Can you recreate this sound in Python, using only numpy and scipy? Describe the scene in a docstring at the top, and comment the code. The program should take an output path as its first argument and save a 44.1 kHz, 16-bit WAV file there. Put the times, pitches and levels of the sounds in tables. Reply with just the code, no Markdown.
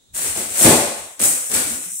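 """In a bare, echoing hallway, a big foil balloon is gripped, swung up, slapped, caught and turned.
Each touch crumples the foil in a shower of tiny snaps, flaps the tight skin and drums on the gas inside.
The slap sets the whole balloon booming, and each swing pushes the air with a low rumble.
A small recorder listens from the floor and turns down the quiet parts of the sound, such as the hiss."""
import sys
import numpy as np
from scipy import signal
from scipy.fft import rfft, irfft, next_fast_len
from scipy.io import wavfile
from scipy.ndimage import uniform_filter1d

SR = 44100
rng = np.random.default_rng(int(sys.argv[2]) if len(sys.argv) > 2 else 0)


def wav_out(sig):
    """Save sig, one row per channel (or a flat mono array), as 16-bit PCM at SR to the path in sys.argv[1]."""
    wavfile.write(sys.argv[1], SR, np.round(np.clip(np.atleast_2d(sig).T, -1, 1) * 32767).astype(np.int16))


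N = 88200

# Hands touching the balloon. A fade_s is always the time a sound takes to drop by 60 dB.
# start_s, rise_s, hold_s, fade_s, crackle_db, skin_db, drumming_db
TOUCHES = [(0.134, 0.02705, 0.0223, 0.2138, -20.5, -30.5, -45.5),
           (.18, 0.0412, 0.0566, 0.2329, -20.5, -30.5, -38),
           (0.349, 0.01155, 0.0392, 0.2, -21, -29.5, -33.5),
           (0.478, 0.019, 0.049, 0.05, -26.5, -36.5, -45.5),
           (0.529, 0.0306, 0.028, 0.1866, -16.5, -29, -41.5), (0.576, .05, 0.0245, 0.129, -7.5, -19, -23.5),
           (.641, 0.00726, 0.0196, 0.155, -16.5, -13.5, -11),
           (0.679, 0.0154, 0.0355, 0.2096, -18, -24, -14.5),
           (0.954, .015, 0.0226, 0.5149, -34.5, -40, -50.5),
           (1.191, 0.0079, 0.0112, 0.0812, -18, -25.5, -33),
           (1.202, 0.02095, 0.0344, 0.1078, -11.5, -25, -30.5),
           (1.394, 0.023, 0.097, 0.34, -28.5, -43.5, -58.5),
           (1.49, 0.0253, 0.0132, 0.1052, -21, -28.5, -35),
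           (1.53, 0.0081, 0.01827, 0.2737, -14.5, -22, -28),
           (1.656, 0.016, 0.0527, 0.324, -25, -43.5, -40.5), (1.799, 0.0296, 0.0358, 0.047, -28, -41, -67),
           (1.883, 0.0252, .1, -0.3, -27.5, -73, -73.5)]
# Single creases snapping through: start_s, peak_db
CREASE_SNAPS = [(.1472, -17.5), (.1677, -13), (.3632, -12), (.3762, -6), (.5049, -11), (.5638, -10.5),
                (.6205, 0.5), (1.124, -29), (1.2148, -7.5), (1.2402, 1), (1.2516, 1.5), (1.415, -14),
                (1.464, -15), (1.5151, -6), (1.5371, -8), (1.7047, -9.5), (1.8875, -12.5), (1.919, -10.5),
                (1.934, -12), (1.9364, -11), (1.9435, -14.5), (1.9825, -15.5), (1.995, -15.5)]
# Blows that set the whole balloon ringing: start_s, level_db
BLOWS = [(.648, -19.5), (1.207, -42.5), (1.535, -41.5)]
# The low notes of the balloon ringing in the hallway: pitch_hz, level_db, fade_s
BOOM_NOTES = [(76.9, -3.5, 0.428), (107.63, 4.5, 0.375), (158.5, -2.5, 0.47), (220.68, 2.5, 0.427),
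              (238.18, 4.5, 0.418), (295.6, 0, 0.49), (365.3, -6.5, 0.55), (444.15, -1, 0.624),
              (512.2, -3.5, 0.63), (536.6, -2, 0.54), (612, -2, 0.59), (685.4, -7, 0.72), (743, -5, .8)]
# Soft nudges that each wake one low note: start_s, pitch_hz, level_db
NUDGES = [(.245, 370, -35), (.365, 334, -31), (1.201, 202.1, -29.5), (1.255, 300, -28), (1.66, 296, -29),
          (1.705, 237.3, -29), (1.755, 260.3, -35), (1.858, 176.8, -39), (1.912, 200.5, -44)]
# Swings of the balloon: start_s, length_s, level_db
SWINGS = [(.075, .5, -49.5), (.97, 0.109, -53.5), (1.55, 0.238, -48.5)]

# The tone of each source, or how strong it is from low to high: pitch_hz, level_db
FOIL_TONE = [(300, -56), (2000, -39), (4600, -29.5), (5600, -14), (6800, -8.5), (8000, 0), (9300, -1.5),
             (11000, -10), (13000, -12.5), (15600, -17)]
SKIN_TONE = [(80, -29), (300, -6.5), (600, -3.5), (1000, -5), (1500, -2.5), (2200, -1.5), (3300, -5),
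             (4300, -4), (5000, -5.5), (8000, -11), (15000, -23.5)]
GAS_TONE = [(25, -38), (45, -23), (75, -8), (110, -5.5), (170, -2.5), (240, -0.5), (350, -1), (520, -2.5),
            (750, -5.5), (1100, -12), (2500, -36), (8000, -68.5)]
AIR_TONE = [(20, -16), (45, -7.5), (75, 0.5), (120, -4.5), (200, -14.5), (400, -40), (2000, -80.5)]
HISS_TONE = [(30, -6.5), (80, -2), (300, -1), (700, -8), (1500, -14), (3000, -12.5), (3800, 0.5),
             (4600, -12), (7600, -10.5), (11000, -17), (15000, -24.5)]

# How long the hallway echoes: pitch_hz, fade_s
ECHO_FADE = [(70, 0.36), (200, 0.44), (350, 0.51), (650, .72), (1200, .82), (3000, .86), (8000, 0.78),
             (15000, .58)]
# How alike the echo is on the left and right (1 is the same): pitch_hz, likeness
ECHO_LIKENESS = [(100, 1), (250, 1), (500, 0.807), (1000, 0.082), (3000, 0.029), (15000, .02)]
# How much louder the left microphone is than the right: pitch_hz, level_db
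LEFT_OVER_RIGHT = [(80, 0.55), (300, 1.65), (520, 3), (1150, -.5), (2000, 1.63), (4200, 2), (6400, 6.5),
                   (8200, 2.5), (9800, -0.77), (12000, 6), (15000, 8.5)]
# The level below which the recorder turns a sound down: pitch_hz, level_db
QUIET_LIMIT = [(80, -67.5), (400, -62), (1200, -64), (3000, -67), (4700, -60.5), (6000, -75),
               (14000, -82.5)]


def crackle():
    """The foil buckles under the hands in countless tiny, bright snaps."""
    clicks = random_clicks(count=11000, scatter_db=4.0, lag_s=.0008)
    return convolve(clicks * touch_strength("crackle"), ring(FOIL_TONE))


def creases():
    """Larger creases flip one at a time, reaching the two microphones a little apart."""
    flips, snap = np.zeros((2, N)), ring(FOIL_TONE)
    for start_s, peak_db in CREASE_SNAPS:
        for side in flips:
            arrival_s = start_s + .0003 * rng.uniform(-1, 1)
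            side[min(round(arrival_s * SR), N - 1)] += gain(peak_db)
    return convolve(flips, snap / np.abs(snap).max())


def boom(spread_s=0.01196):
    """Each blow wakes the balloon's low notes, each after a tiny random delay."""
    return sum(note(start_s + spread_s * rng.random(), pitch_hz, blow_db + note_db, fade_s)
               for start_s, blow_db in BLOWS for pitch_hz, note_db, fade_s in BOOM_NOTES)


def thump():
    """The slap squeezes the gas in one deep push."""
    return note(start_s=.6497, pitch_hz=145.1, level_db=-6, fade_s=0.0505, rise_s=.003)


def skin_flaps():
    """Panels of the tight skin flap with a papery rustle."""
    clicks = random_clicks(count=4000, scatter_db=3, lag_s=.0006)
    return convolve(clicks * touch_strength("skin"), ring(SKIN_TONE))


def drumming():
    """The hands jostle the gas-filled body, which answers like a soft drum."""
    clicks = random_clicks(count=4000, scatter_db=1.5, lag_s=.0001)
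    return convolve(clicks * touch_strength("drumming"), ring(GAS_TONE))


def nudges():
    """The balloon settles in the hands with hollow bumps."""
    return sum(note(start_s, pitch_hz, level_db, fade_s=0.182) for start_s, pitch_hz, level_db in NUDGES)


def air_rumble(ramp_s=0.0405):
    """The swinging balloon shoves the air aside with a low rumble."""
    t = np.arange(N) / SR
    push = np.zeros(N)
    for start_s, length_s, level_db in SWINGS:
        from_edge_s = np.minimum(t - start_s, start_s + length_s - t)
        push += gain(level_db) * np.clip(from_edge_s / ramp_s, 0, 1)
    return push * normalize(convolve(rng.standard_normal(N), ring(AIR_TONE)))


def hallway(sound, tail_count=7, tails_per_s=30, direct_db=-2):
    """The direct sound plus a smooth echo, blended from several random tails so no pitch rings out."""
    blend_step = np.arange(N) * tails_per_s / SR
    echoes = np.zeros((2, N))
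    for k in range(tail_count):
        share = np.sin(np.pi / 2 * np.minimum((blend_step - k) % tail_count, 2))
        echoes += convolve(sound * share, echo_tail())
    return (gain(direct_db) * sound + echoes) / np.hypot(gain(direct_db), 1)


def echo_tail(build_s=0.00787):
    """An echo that dies at its own speed at each pitch, with the same bass on both sides."""
    hz, t, noise = signal.stft(rng.standard_normal((2, SR)), SR, nperseg=256)
    tail = noise * gain(-60 * t / look_up(ECHO_FADE, hz)[:, None]) * (1 - np.exp(-t / build_s))
    width = np.arccos(np.clip(look_up(ECHO_LIKENESS, hz), 0, 1))[:, None] / 2
    middle, side = signal.istft(tail * np.array([np.cos(width), np.sin(width)]), SR, nperseg=256)[1]
    return np.array([middle + side, middle - side]) / np.linalg.norm(middle + side)


def room_hiss(level_db=-51.5):
    """A faint, steady hiss lies behind everything."""
    return gain(level_db) * convolve(rng.standard_normal((2, N)), ring(HISS_TONE))


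def touch_strength(layer):
    """How hard the hands drive one layer over time: each touch rises, holds and fades."""
    column = ["crackle", "skin", "drumming"].index(layer)
    t = np.linspace(0, N / SR, 2001)
    power = np.zeros(len(t))
    for start_s, rise_s, hold_s, fade_s, *levels_db in TOUCHES:
        rise = np.clip((t - start_s) / rise_s, 0, 1)
        fade = gain(-60 * np.maximum(t - start_s - rise_s - hold_s, 0) / fade_s)
        power += (gain(levels_db[column]) * rise * fade) ** 2
    return np.interp(np.arange(N) / SR, t, np.sqrt(power))


def random_clicks(count, scatter_db, lag_s):
    """Clicks of uneven size, each reaching the two microphones up to lag_s apart."""
    when, size, sign, place = rng.random((4, count))
    push = np.sign(sign - .5) * gain(-scatter_db * np.log(np.maximum(size, .01)))
    shift = (place - .5) * lag_s * SR
    arrivals = [np.round(when * N + side * shift).astype(int) % N for side in (1, -1)]
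    return normalize(np.array([np.bincount(samples, push, N) for samples in arrivals]))


def note(start_s, pitch_hz, level_db, fade_s, rise_s=0.0074):
    """One pure tone that swells quickly and dies away."""
    sound, t = np.zeros(N + SR), np.arange(SR // 2) / SR
    loudness = gain(level_db - 60 * t / fade_s) * (1 - np.exp(-t / rise_s))
    sound[round(start_s * SR):][:len(t)] = loudness * np.sin(2 * np.pi * pitch_hz * t)
    return sound[:N]


def ring(tone, size=4096):
    """The short sound that one click makes when given this tone."""
    cepstrum = irfft(np.log(gain(look_up(tone, np.fft.rfftfreq(size, 1 / SR)))))
    # Fold the second half onto the first, so nothing sounds before the click.
    cepstrum[1:size // 2] *= 2
    cepstrum[size // 2 + 1:] = 0
    response = irfft(np.exp(rfft(cepstrum)))
    return response / np.linalg.norm(response)


def convolve(sound, response):
    """Give every sample of a sound the same ring or echo."""
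    return signal.fftconvolve(np.atleast_2d(sound), np.atleast_2d(response), axes=1)[:, :N]


def filtered(sound, gain_at):
    """Turn each pitch up or down by gain_at(hz)."""
    size = next_fast_len(N + 8192)
    return irfft(rfft(sound, size) * gain_at(np.fft.rfftfreq(size, 1 / SR)), size)[..., :N]


def look_up(table, hz):
    """Read a table at any pitch, sliding smoothly between its rows."""
    pitches, values = np.transpose(table)
    return np.interp(np.log(hz + 1), np.log(pitches + 1), values)


def gain(db):
    """Turn decibels into a number to multiply by."""
    return 10 ** (np.asarray(db) / 20)


def normalize(sound):
    """Scale a sound to an average power of 1."""
    return sound / np.sqrt(np.mean(sound ** 2) + 1e-20)


def scene():
    """The balloon, a little louder and brighter on the left, over the hiss of the room."""
    handling = hallway(crackle() + creases() + skin_flaps() + drumming())
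    balloon = handling + boom() + thump() + nudges() + air_rumble()
    sides = np.array([[.5], [-.5]])  # the left gains half, the right loses half
    return filtered(balloon, lambda hz: gain(look_up(LEFT_OVER_RIGHT, hz) * sides)) + room_hiss()


def record(dry, deepest_cut_db=-10.5, top_hz=15750):
    """The recorder turns down pitches that fall quiet, clips the peaks and cuts the highest treble."""
    hz, _, bands = signal.stft(dry, SR, nperseg=512)
    power = np.mean(np.abs(bands) ** 2, axis=0)
    for axis in (0, 1):  # smooth over pitch, then over time
        power = np.abs(uniform_filter1d(power, size=5, axis=axis))
    quiet_power = gain(look_up(QUIET_LIMIT, hz))[:, None] ** 2
    openness = 1 / (1 + (quiet_power / (power + 1e-20)) ** 2)
    cleaned = signal.istft(bands * gain(deepest_cut_db * (1 - openness)), nperseg=512)[1][:, :N]
    return filtered(np.clip(cleaned, -.95, .95), lambda hz: hz < top_hz)


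dry = scene()
out = record(dry)
wav_out(out)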